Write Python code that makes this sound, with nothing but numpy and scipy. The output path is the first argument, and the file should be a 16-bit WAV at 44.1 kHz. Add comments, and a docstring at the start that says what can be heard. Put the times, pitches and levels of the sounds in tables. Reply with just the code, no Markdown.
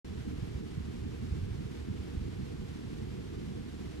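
"""Wind on a sea cliff

A soft, even hiss and a faint low drone lie under a dull, steady roar below 500 Hz (probably distant surf).
In the first two and a half seconds the breeze freshens: it rumbles on the microphone,
and single eddies, small swirls of air, thump it. The low sound is later and stronger on the right."""
import sys
import numpy as np
from scipy import signal
from scipy.fft import rfft, irfft
from scipy.io import wavfile

SR = 44100
rng = np.random.default_rng(int(sys.argv[2]) if len(sys.argv) > 2 else 0)


def put_to_file(sound):
    """Save the sound as 16-bit audio at rate SR, in the file named by the first command-line argument."""
    columns = np.atleast_2d(sound).T  # one column per channel
    safe = np.clip(columns, -1, 1)
    whole_steps = np.round(safe * 32767)
    wavfile.write(sys.argv[1], SR, whole_steps.astype(np.int16))


N = 176400
TIME = np.arange(N) / SR
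BINS_HZ = np.maximum(np.arange(N // 2 + 1) * SR / N, 1)


def from_db(db):
    """Turn decibels into a number to multiply by."""
    return 10 ** (np.asarray(db) / 20)


def rms_one(x):
    """Scale a sound to an average strength (rms) of 1."""
    return x / np.sqrt(np.mean(x ** 2) + 1e-20)


def over_hz(points):
    """Read a table at every frequency, on a log axis."""
    hz, value = np.transpose(points)
    return np.interp(np.log(BINS_HZ), np.log(hz), value)


def noise(gain):
    """Noise whose tone is shaped by a gain for each frequency."""
    return rms_one(irfft(rfft(rng.standard_normal(N)) * gain, N))


def low_noise(colour, edge_hz=496.2, width_hz=4.8):
    """Noise shaped by a colour table, with its highs cut off steeply."""
    lows_only = 1 - np.tanh((BINS_HZ - edge_hz) / (2 * width_hz))
    return noise(from_db(over_hz(colour)) * lows_only)


def flutter(rate_hz=25):
    """A random wobble, typically of size 1."""
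    return noise(1 / (1 + (BINS_HZ / rate_hz) ** 2))


# How strong the hiss is from low to high: f/Hz, relative level/dB
HISS_COLOUR = [(100, 3.5), (560, 0.5), (1000, -1), (2000, -2.5), (3200, -4.5), (4600, -8), (7500, -14.5),
               (11000, -21.5), (13500, -27.5), (15500, -33.5)]
# How alike the hiss is left and right: f/Hz, likeness (0 unrelated, 1 the same)
HISS_ALIKE = [(600, 0.054), (1400, 0.1), (3100, 0.018), (6800, 0.26), (10000, 0.39), (14000, 0.93)]
def hiss(level_db=-55.5, flutter_db=0.78):
    """A smooth hiss, wide in the middle range and narrower at the top."""
    colour = from_db(over_hz(HISS_COLOUR))
    alike = np.clip(over_hz(HISS_ALIKE), -.99, .99)
    shared, opposed = rfft(rng.standard_normal((2, N)))
    spectra = np.sqrt(1 + alike) * shared + np.sqrt(1 - alike) * opposed * [[1], [-1]]
    pair = irfft(colour * spectra, N)
    return from_db(level_db + flutter_db * flutter()) * rms_one(pair)


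def drone(hz=73.6, width_hz=5.1, start_db=-46, fade_db_per_s=1.4):
    """A low resonance: a narrow band of noise that wavers and slowly fades."""
    band = 1 / (1 + ((BINS_HZ - hz) / width_hz) ** 2)
    return from_db(start_db - fade_db_per_s * TIME) * noise(band)


# How strong the roar is from low to high: f/Hz, relative level/dB
ROAR_COLOUR = [(15, -34), (35, -8.5), (65, -4.5), (120, -3), (165, -3), (210, -1.5), (260, -5.5), (310, -5),
               (380, -8), (440, -11.5), (475, -11), (500, -11)]
def roar(level_db=-42, flutter_db=1.42):
    """The dull, steady roar of faraway water and air."""
    return from_db(level_db + flutter_db * flutter()) * low_noise(ROAR_COLOUR)


# How the gusts rise and fall: t/s, level/dB
GUST_LEVELS = [(0, -56), (.27, -49), (.42, -44.5), (.7, -48.5), (.9, -56), (1.03, -43), (1.15, -53),
               (1.33, -38.5), (1.54, -43.5), (1.72, -54.5), (2.0, -48), (2.1, -57), (2.2, -44.5),
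               (2.43, -45.5), (2.84, -53.5), (2.96, -44.5), (3.5, -56), (4, -63)]
# How strong the rumble is from low to high: f/Hz, relative level/dB
RUMBLE_COLOUR = [(15, -33), (30, -15), (55, -3.5), (80, -4.5), (130, -2.5), (200, -13.5), (400, -26.5)]
def wind_rumble():
    """Churning air rumbles on the microphone, louder with each gust."""
    gust_db = np.interp(TIME, *np.transpose(GUST_LEVELS))
    return from_db(gust_db) * low_noise(RUMBLE_COLOUR)


# Swirls of air that hit the microphone: t/s, level/dB, f/Hz, direction (+1 push, -1 pull)
EDDY_HITS = [(.377, -35, 75.5, -1), (0.43, -24.5, 108, -1), (0.558, -30, 86, -1), (0.78, -23.5, 101, -1),
             (1.023, -28.5, 85, 1), (1.046, -33.5, 72.6, -1), (1.29, -34.5, 65, -1), (1.326, -25.5, 84, 1),
             (1.380, -28, 100, 1), (1.416, -28, 75, 1), (1.434, -24, 106, -1), (1.465, -34, 99, -1),
             (1.519, -26, 86.5, -1), (1.553, -29.5, 100, -1), (1.606, -32, 100, 1), (1.657, -31.5, 135, 1),
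             (1.903, -27.5, 115, -1), (1.913, -28.5, 100, -1), (2.003, -31, 75.4, -1),
             (2.178, -28, 67.6, -1), (2.221, -29.5, 61.3, 1), (2.256, -34, 65, 1), (2.380, -37, 99, -1),
             (2.433, -34, 80, 1), (2.603, -31.5, 66, 1), (2.958, -34, 91, -1), (3.107, -32, 101, -1),
             (3.371, -36, 65, 1)]
def eddies(rebound=0.22):
    """Each eddy thumps: one swing of pressure between two weaker opposite ones."""
    thumps = np.zeros(N)
    for at_s, peak_db, hz, direction in EDDY_HITS:
        passage = np.pi * hz * (TIME - at_s)
        # The rebound makes the swing after the thump stronger than the one before.
        swing = (1 - rebound * passage - 2 * passage ** 2) * np.exp(-passage ** 2)
        thumps += direction * from_db(peak_db) * swing
    return thumps


# How much louder the low sound is on the right than on the left: f/Hz, level/dB
RIGHT_BOOST = [(25, 1.2), (50, 2.8), (75, 4.2), (125, 5.2), (200, 3.3), (300, .8), (480, .5)]
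# How far the right side trails the left: f/Hz, phase lag/rad
RIGHT_LAG = [(30, .02), (60, .18), (100, .7), (135, 1.25), (200, 1.7), (300, 1.98), (500, 2.15)]
def lean_right(x):
    """Make a sound stronger and later on the right; each side takes half the change."""
    lean = from_db(over_hz(RIGHT_BOOST) / 2) * np.exp(-.5j * over_hz(RIGHT_LAG))
    return irfft(rfft(x) * np.array([1 / lean, lean]), N)


def scene():
    """The four low sounds lean to the right, with the hiss spread around them."""
    low_sound = wind_rumble() + eddies() + roar() + drone()
    return lean_right(low_sound) + hiss()


def record(dry, start_s=0.0451, fade_in_s=0.0025, stop_hz=16150):
    """The sound starts after a moment of silence; the very highest treble is cut away."""
    fade_in = np.clip((TIME - start_s) / fade_in_s, 0, 1)
    treble_cut = signal.cheby2(20, 70, stop_hz, fs=SR, output="sos")
    return signal.sosfilt(treble_cut, dry * fade_in)


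dry = scene()
out = record(dry)
put_to_file(out)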